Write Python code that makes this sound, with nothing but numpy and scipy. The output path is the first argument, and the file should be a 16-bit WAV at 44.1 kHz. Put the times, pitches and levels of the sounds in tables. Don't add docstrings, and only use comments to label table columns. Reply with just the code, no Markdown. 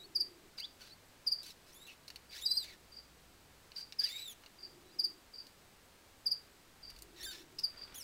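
import sys
import numpy as np
from scipy import signal
from scipy.fft import rfft, irfft
from scipy.io import wavfile

SR = 44100
rng = np.random.default_rng(int(sys.argv[2]) if len(sys.argv) > 2 else 0)


def log_audio(samples):
    frames = np.atleast_2d(samples).T
    limited = np.clip(frames, -1, 1)
    pcm = np.round(limited * 32767).astype(np.int16)
    wavfile.write(sys.argv[1], SR, pcm)


N = 354123
T = np.arange(N) / SR
TOP_HZ = 15800


def amp(db):
    return 10 ** (np.asarray(db) / 20)


def unit(x):
    return x / np.sqrt(np.mean(x ** 2) + 1e-20)


def read(points, hz):
    f, value = np.transpose(points)
    return np.interp(np.log(hz + 1), np.log(f), value)


def add(mix, s, sound):
    part = mix[max(round(s * SR), 0):][:len(sound)]
    part += sound[:len(part)]


def noise(colour, size=N):
    gains = amp(colour(np.fft.rfftfreq(size, 1 / SR)))
    return unit(irfft(rfft(rng.standard_normal(size)) * gains, size))


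def band(hz, width, size=N):
    return noise(lambda f: -20 * np.log10(1 + (2 * (f - hz) / width) ** 2), size)


def stages(start, peak, end):
    t = np.arange(start, end, 1 / SR)
    return t, np.interp(t, [start, peak], [1, 0]), np.interp(t, [peak, end], [0, 1])


def spells(rows, fade_s=.1):
    return sum(amp(db) * np.clip(np.minimum(T - start, end - T) / fade_s + .5, 0, 1)
               for start, end, db in rows)


def echoes(x, decays, delay_s):
    hz, t, spectrum = signal.stft(rng.standard_normal(SR // 2), SR, nperseg=256)
    tail = signal.istft(spectrum * amp(-60 * t / read(decays, hz)[:, None]), SR, nperseg=256)[1]
    tail = np.r_[np.zeros(round(delay_s * SR)), tail]
    return signal.oaconvolve(x, tail / np.linalg.norm(tail))[:N]


# f/Hz, relative level/dB
HISS = [(15, 14), (35, 11), (70, 11.5), (130, 7), (220, 8), (400, 7.5), (600, 5), (1100, 3), (2200, 1),
        (3200, -1), (4600, -0.5), (5600, -3.5), (9500, -4.5), (13000, -5)]
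# f/Hz, level/dB
TONES = [(100, -81.5), (150, -81.5), (1631, -86), (7812, -83.5)]
# start/s, end/s, level/dB
DRONE = [(0, .52, -66), (2.68, 2.8, -67.5), (4.6, 5.18, -67), (7.02, 7.59, -65)]
# start/s, end/s, level/dB
HUM = [(2.05, 3.65, -71.5)]
def background(hiss_db=-61.5):
    hiss = amp(hiss_db) * noise(lambda f: read(HISS, f))
    tones = sum(amp(db) * band(hz, 2 + hz / 200) for hz, db in TONES)
    drone = spells(DRONE) * band(347, 89)
    hum = spells(HUM) * np.sqrt(2) * np.sin(2 * np.pi * 61 * T)
    return hiss + tones + drone + hum


# middle/s, half length/s, thud/dB, rustle/dB
SHIFTS = [(1.142, 0.027, -82, -70), (6.943, 0.15, -63, -71), (7.242, 0.11, -65, -71),
          (7.684, 0.18, -76, -68), (7.83, 0.086, -80, -64), (7.96, 0.073, -68, -63)]
# f/Hz, relative level/dB
SOIL = [(300, -9.5), (800, -16), (1400, -10), (2600, -14.5), (4000, -16), (9000, -35)]
# t/s, length/s, f/Hz, level/dB
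FOOTFALL = (15, .07, 80, -55.5)
def toad_feet(grain_db=3):
    thud = band(43, 36)
    crumbs = unit(noise(lambda f: read(SOIL, f)) * amp(grain_db * band(0, 300)))
    out = np.zeros(N)
    for s, half, thud_db, soil_db in SHIFTS:
        swell = np.exp(-((T - s) / half) ** 2)
        out += swell * (amp(thud_db) * thud + amp(soil_db) * crumbs)
    s, length, hz, db = FOOTFALL
    t = np.arange(0, length, 1 / SR)
    add(out, s, amp(db) * np.hanning(len(t)) * np.sin(2 * np.pi * hz * t))
    return out


def wing_strokes(strokes, octave_db, scrape_db, tuning=1, sweep=1):
    rise_s, fall_s, edge_db = .0141, .0082, -29
    wing_hz, sag_hz_per_s, catch_hz, catch_s = 4757, 30000, 510, .0012
    t, before, after = stages(0, rise_s, rise_s + fall_s)
    level_db = edge_db * (before ** 2 + after ** 2)
    hz = wing_hz + sweep * (sag_hz_per_s * (rise_s - t) + catch_hz * np.exp(-t / catch_s))
    octave = amp(octave_db - .15 * level_db)
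    out = np.zeros(N)
    for start, db in strokes:
        phase = 2 * np.pi * np.cumsum(hz * (tuning + .002 * rng.standard_normal())) / SR
        tone = np.sin(phase) + octave * np.sin(2 * phase)
        scrape = amp(scrape_db - level_db / 2) * band(5360, 2100, len(t))
        add(out, start, amp(db + level_db) * (tone + scrape))
    return out


# t/s, first stroke/dB, second stroke/dB
FAR_CHIRPS = [(.564, -39, -45), (1.322, -50, -41.5), (2.28, -53, -53), (2.905, -51, -44.5),
              (3.746, -37.5, -43), (4.569, -52.5, -41.5), (5.321, -45, -41.5), (6.814, -45.5, -45),
              (7.755, -47.5, -41.5)]
def far_cricket(gap_s=.044):
    strokes = [(s + k * gap_s, db) for s, *pair in FAR_CHIRPS for k, db in enumerate(pair)]
    return wing_strokes(strokes, octave_db=-38, scrape_db=-30, tuning=.988, sweep=1.7)


# t/s, f/Hz, level/dB, length/s
SLIP = (7.584, 5050, -34, .012)
def slipped_stroke():
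    s, hz, db, length = SLIP
    t, out = np.arange(0, length, 1 / SR), np.zeros(N)
    blip = np.sin(2 * np.pi * hz * t) + .4 * band(hz, 1600, len(t))
    add(out, s, amp(db) * np.hanning(len(t)) * blip)
    return out


# t/s, first gap/s, number of strokes
NEAR_CHIRPS = [(.1492, .0473, 2), (1.2634, .0485, 2), (2.4514, .0522, 3), (3.9854, .0459, 2),
               (4.986, .0477, 2), (6.2564, .0509, 2), (7.6312, 0, 1)]
def near_cricket(db=-23.5, tiring_s=.0076):
    strokes = [(s + k * gap + tiring_s * k * (k - 1) / 2, db)
               for s, gap, count in NEAR_CHIRPS for k in range(count)]
    return wing_strokes(strokes, octave_db=-24.5, scrape_db=-34.5)


# delay/s, relative level/dB
PANES = [(.005046, -9.1), (.005959, -5.1), (.007044, -10.4), (.008154, -7.7), (.010992, -12.3),
         (.01508, -24), (.01888, -15)]
def off_glass(x):
    out = x.copy()
    for delay, db in PANES:
        add(out, delay, amp(db) * x)
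    return out


# f/Hz, width/Hz, relative level/dB
MOUTH = [(2450, 190, 10), (2860, 290, 17), (4250, 640, 18), (4500, 420, 5), (5740, 290, 0),
         (7400, 840, -29), (8900, 600, -1)]
# t/s,
# peak level/dB, brightness/(dB per octave)
CLICKS = [(0.584, -38, -6), (1.432, -33.5, 9), (2.0801, -35.5, 2.5), (2.083, -35, 7), (2.1031, -33, -3),
          (2.1593, -35, 0), (3.7185, -38.5, -5), (3.764, -41.5, -5), (3.9241, -30.5, -2), (4.437, -45, -10),
          (4.4615, -42, -5), (5.4685, -41, 4), (6.902, -38, 3.5), (6.908, -44, -1), (6.964, -44, 4),
          (6.9887, -38.5, 5.5), (7.022, -25.5, 12), (7.589, -34, 14), (7.596, -30.5, 9)]
def clicks(snap_s=.00041, scatter_s=.0055, scatter_db=-12, crack_db=-12):
    t, out = np.arange(2048) / SR, np.zeros(N)
    f = np.fft.rfftfreq(len(t), 1 / SR)
    ringing = sum(amp(db) / (1 + 2j * (f - hz) / width) for hz, width, db in MOUTH)
    mouth = (ringing + amp(crack_db)) * (f / (f - 1200j)) ** 4
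    decay = np.exp(-t / snap_s) + amp(scatter_db) * np.exp(-t / scatter_s)
    octaves = np.log2(np.maximum(f, 1000) / 4000)
    for s, db, bright_db in CLICKS:
        snap = rng.standard_normal(len(t)) * decay
        click = irfft(rfft(snap) * mouth * amp(bright_db * octaves))
        click *= np.minimum(1, 4 * (1 - t / t[-1]))
        add(out, s, amp(db) * click / abs(click).max())
    return out


# f/Hz, relative level/dB
THROAT = [(1000, -36), (1350, -23), (1600, 1), (2400, -11), (3200, -8.5), (4000, 4.5), (4700, 3), (5500, 0),
          (6600, -11), (7450, -11.5), (8000, -11.5), (9500, -12), (11000, -12.5), (12500, -10)]
# f/Hz, relative level/dB
BREATH = [(700, -26), (1400, -18.5), (2350, -5), (3200, -7.5), (4200, 0), (5000, -16), (5400, -8.5),
          (6000, -7.5), (8000, -16), (9600, -18.5), (12000, -9.5)]
def pup_voice(hz, level_db, rasp, bright_db, jitter=.05, catch_db=3.5):
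    size, rasp = len(hz), np.clip(rasp, 0, 1)
    shaky_hz = hz * (1 + jitter * rasp * band(0, 550, size))
    phase = 2 * np.pi * np.cumsum(shaky_hz) / SR
    k = np.arange(1, 9)[:, None]
    heights = amp(read(THROAT, k * hz) + bright_db * np.log2(k)) * (k * hz < TOP_HZ)
    tone = (heights * np.sin(k * phase)).sum(0) / np.sqrt((heights ** 2).sum(0) / 2)
    air = noise(lambda f: read(BREATH, f), size)
    air_share = .72 * rasp ** 2
    flutter = 1 + .3 * np.sqrt(rasp) * band(0, 900, size)
    tone *= amp(catch_db * rasp * band(0, 220, size))
    sound = unit(flutter * (np.sqrt(1 - air_share) * tone + np.sqrt(air_share) * air))
    return amp(level_db) * sound * signal.windows.tukey(size, min(1, 200 / size))


# start/s, flick/s, end/s, low/Hz, high/Hz, level/dB, swell up to the flick/dB
PEEPS = [(0, 0.038, .06, 3860, 4435, -57.5, -5), (0.89, 0.918, .94, 4020, 4510, -57.5, 14),
         (4.84, 4.917, 4.955, 3930, 4850, -67.5, 7)]
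def peep(start, flick, end, low_hz, high_hz, db, swell_db, flick_s=.0043):
    t, before, _ = stages(start, flick, end)
    hz = low_hz + (high_hz - low_hz) * (1 + np.tanh((t - flick) / flick_s)) / 2
    return pup_voice(hz, db - swell_db * before, rasp=.08, bright_db=-4)


# start/s, peak/s, end/s,
# start/Hz, peak/Hz, end/Hz, level/dB, rasp at the peak/(0-1), brightness/(dB per octave)
CRIES = [ (0.576, .586, .601, 1300, 1523, 1600, -54, 0.6, 1),
         (0.792, 0.822, .912, 1650, 1514, 1580, -55.5, 0.9, -1.5),
         (1.422, 1.478, 1.525, 1226, 1560, 1232, -50.5, 0.63, 3.5),
         (1.663, 1.688, 1.735, 1600, 1690, 2120, -61.5, 0.8, 8),
         (1.866, 1.888, 1.94, 2900, 2740, 2590, -53.5, 0.65, -39),
         (2.307, 2.328, 2.365, 2450, 2313, 1636, -51, 0.87, -6),
         (2.334, 2.382, 2.428, 1500, 1893, 3000, -48.5, 0.85, 1.5),
         (2.637, 2.643, 2.665, 2100, 2110, 2380, -49, 1, 2),
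         (2.648, 2.69, 2.755, 2400, 2226, 1720, -54, 0.8, -8.5),
         (3.757, 3.793, 3.83, 1340, 1585, 1290, -52, 0.42, 2),
         (3.99, 4.057, 4.125, 1402, 1870, 2530, -46.5, 0.7, 0.5),
         (4.025, 4.056, 4.105, 3650, 3040, 2030, -52, 0.26, -14),
         (4.085, 4.185, 4.245, 2000, 2423, 2334, -52.5, 0.76, -15),
         (7.16, 7.228, 7.25, 1900, 1837, 2000, -51.5, .8, -2),
         (7.26, 7.27, 7.338, 1750, 1590, 1457, -48, 0.07, -3),
         (7.309, 7.322, 7.43, 1600, 1704, 1890, -51.5, 0.9, 2), ]
def hoarse_cry(start, peak, end, start_hz, peak_hz, end_hz, db, rasp, bright_db, edge_db=-8):
    t, before, after = stages(start, peak, end)
    hz = np.interp(t, [start, peak, end], [start_hz, peak_hz, end_hz])
    slack = before + after
    return pup_voice(hz, db + edge_db * slack ** 1.45, rasp + .3 * slack, bright_db)


# start/s, turn/s, end/s, start/Hz, turn/Hz, end/Hz, climb/(Hz per s),
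# level/dB, swell up to the turn/dB, rasp/(0-1), brightness/(dB per octave)
SQUEAKS = [ (.594, 0.606, .608, 1780, 2240, 2350, 30300, -40.5, 15, .1, 1),
           (0.602, 0.647, .659, 2120, 3490, 4320, 22300, -43.5, 16, 0.1, -25),
           (1.72, 1.858, 1.882, 2140, 3980, 3030, 5380, -55, 3, 0.17, 7.5),
           (2.41, 2.594, 2.644, 3150, 4223, 3550, 2217, -41.5, 4.5, 0.05, 4.5),
           (4.086, 4.232, 4.335, 3250, 3953, 3090, 2345, -46, 2, 0.23, 3),
           (7.206, 7.241, 7.266, 1770, 2256, 1670, 10840, -47.5, 12, 0.2, 6.5),
           (7.229, 7.31, 7.322, 2930, 3742, 3280, 2540, -44, 3, .03, 5.5),
           (7.942, 7.965, 8.036, 2450, 3494, 2250, 3020, -45.5, -1, 0.15, 7), ]
def squeak(start, turn, end, start_hz, turn_hz, end_hz, climb, db, swell_db, rasp, bright_db):
    slide_db, break_db, waver_db = -4.5, -6, 2
    scoop_s, break_s = .07 * (end - start), .04 * (end - start)
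    t, before, after = stages(start, turn, end)
    hz = turn_hz - climb * (turn - start) * before + (end_hz - turn_hz) * after ** 1.2
    hz += (start_hz - hz[0]) * np.exp(-(t - start) / scoop_s)
    breaking = np.exp(-np.minimum(t - start, end - t) / break_s)
    level_db = db - swell_db * before + slide_db * after + break_db * breaking
    level_db += waver_db * band(0, 120, len(t))
    return pup_voice(hz, level_db, rasp + .61 * breaking, bright_db)


def pup():
    out = np.zeros(N)
    for call, rows in (squeak, SQUEAKS), (peep, PEEPS), (hoarse_cry, CRIES):
        for row in rows:
            add(out, row[0], call(*row))
    return out


# f/Hz, time to fade by 60 dB/s
ROOM = [(500, 0.47), (4800, 0.26), (9000, 0.37), (14000, 0.08)]
CORNER = [(3000, .1), (9000, .08)]
TANK = [(1500, 0.033), (5000, 0.031), (12000, 0.034)]
def scene():
    near = off_glass(near_cricket() + slipped_stroke())
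    far = far_cricket()
    pup_and_toad = pup() + clicks()
    tank = amp(-5) * echoes(pup_and_toad, TANK, delay_s=.002)
    room = amp(-15.5) * echoes(near, ROOM, delay_s=.016)
    room += echoes(echoes(far, CORNER, delay_s=0), ROOM, delay_s=0)
    room += amp(-16.5) * echoes(pup_and_toad, ROOM, delay_s=.008)
    return (near + pup_and_toad + tank + room + toad_feet() + background())[None]


def record(dry):
    smooth = signal.oaconvolve(dry, signal.firwin(41, SR / 4, fs=SR)[None], "same")
    held = np.repeat(smooth[:, ::2], 2, axis=1)[:, :N]
    treble_cut = signal.firwin(511, TOP_HZ, window=("kaiser", 9), fs=SR)
    return signal.oaconvolve(held, treble_cut[None], "same")


dry = scene()
out = record(dry)
log_audio(out)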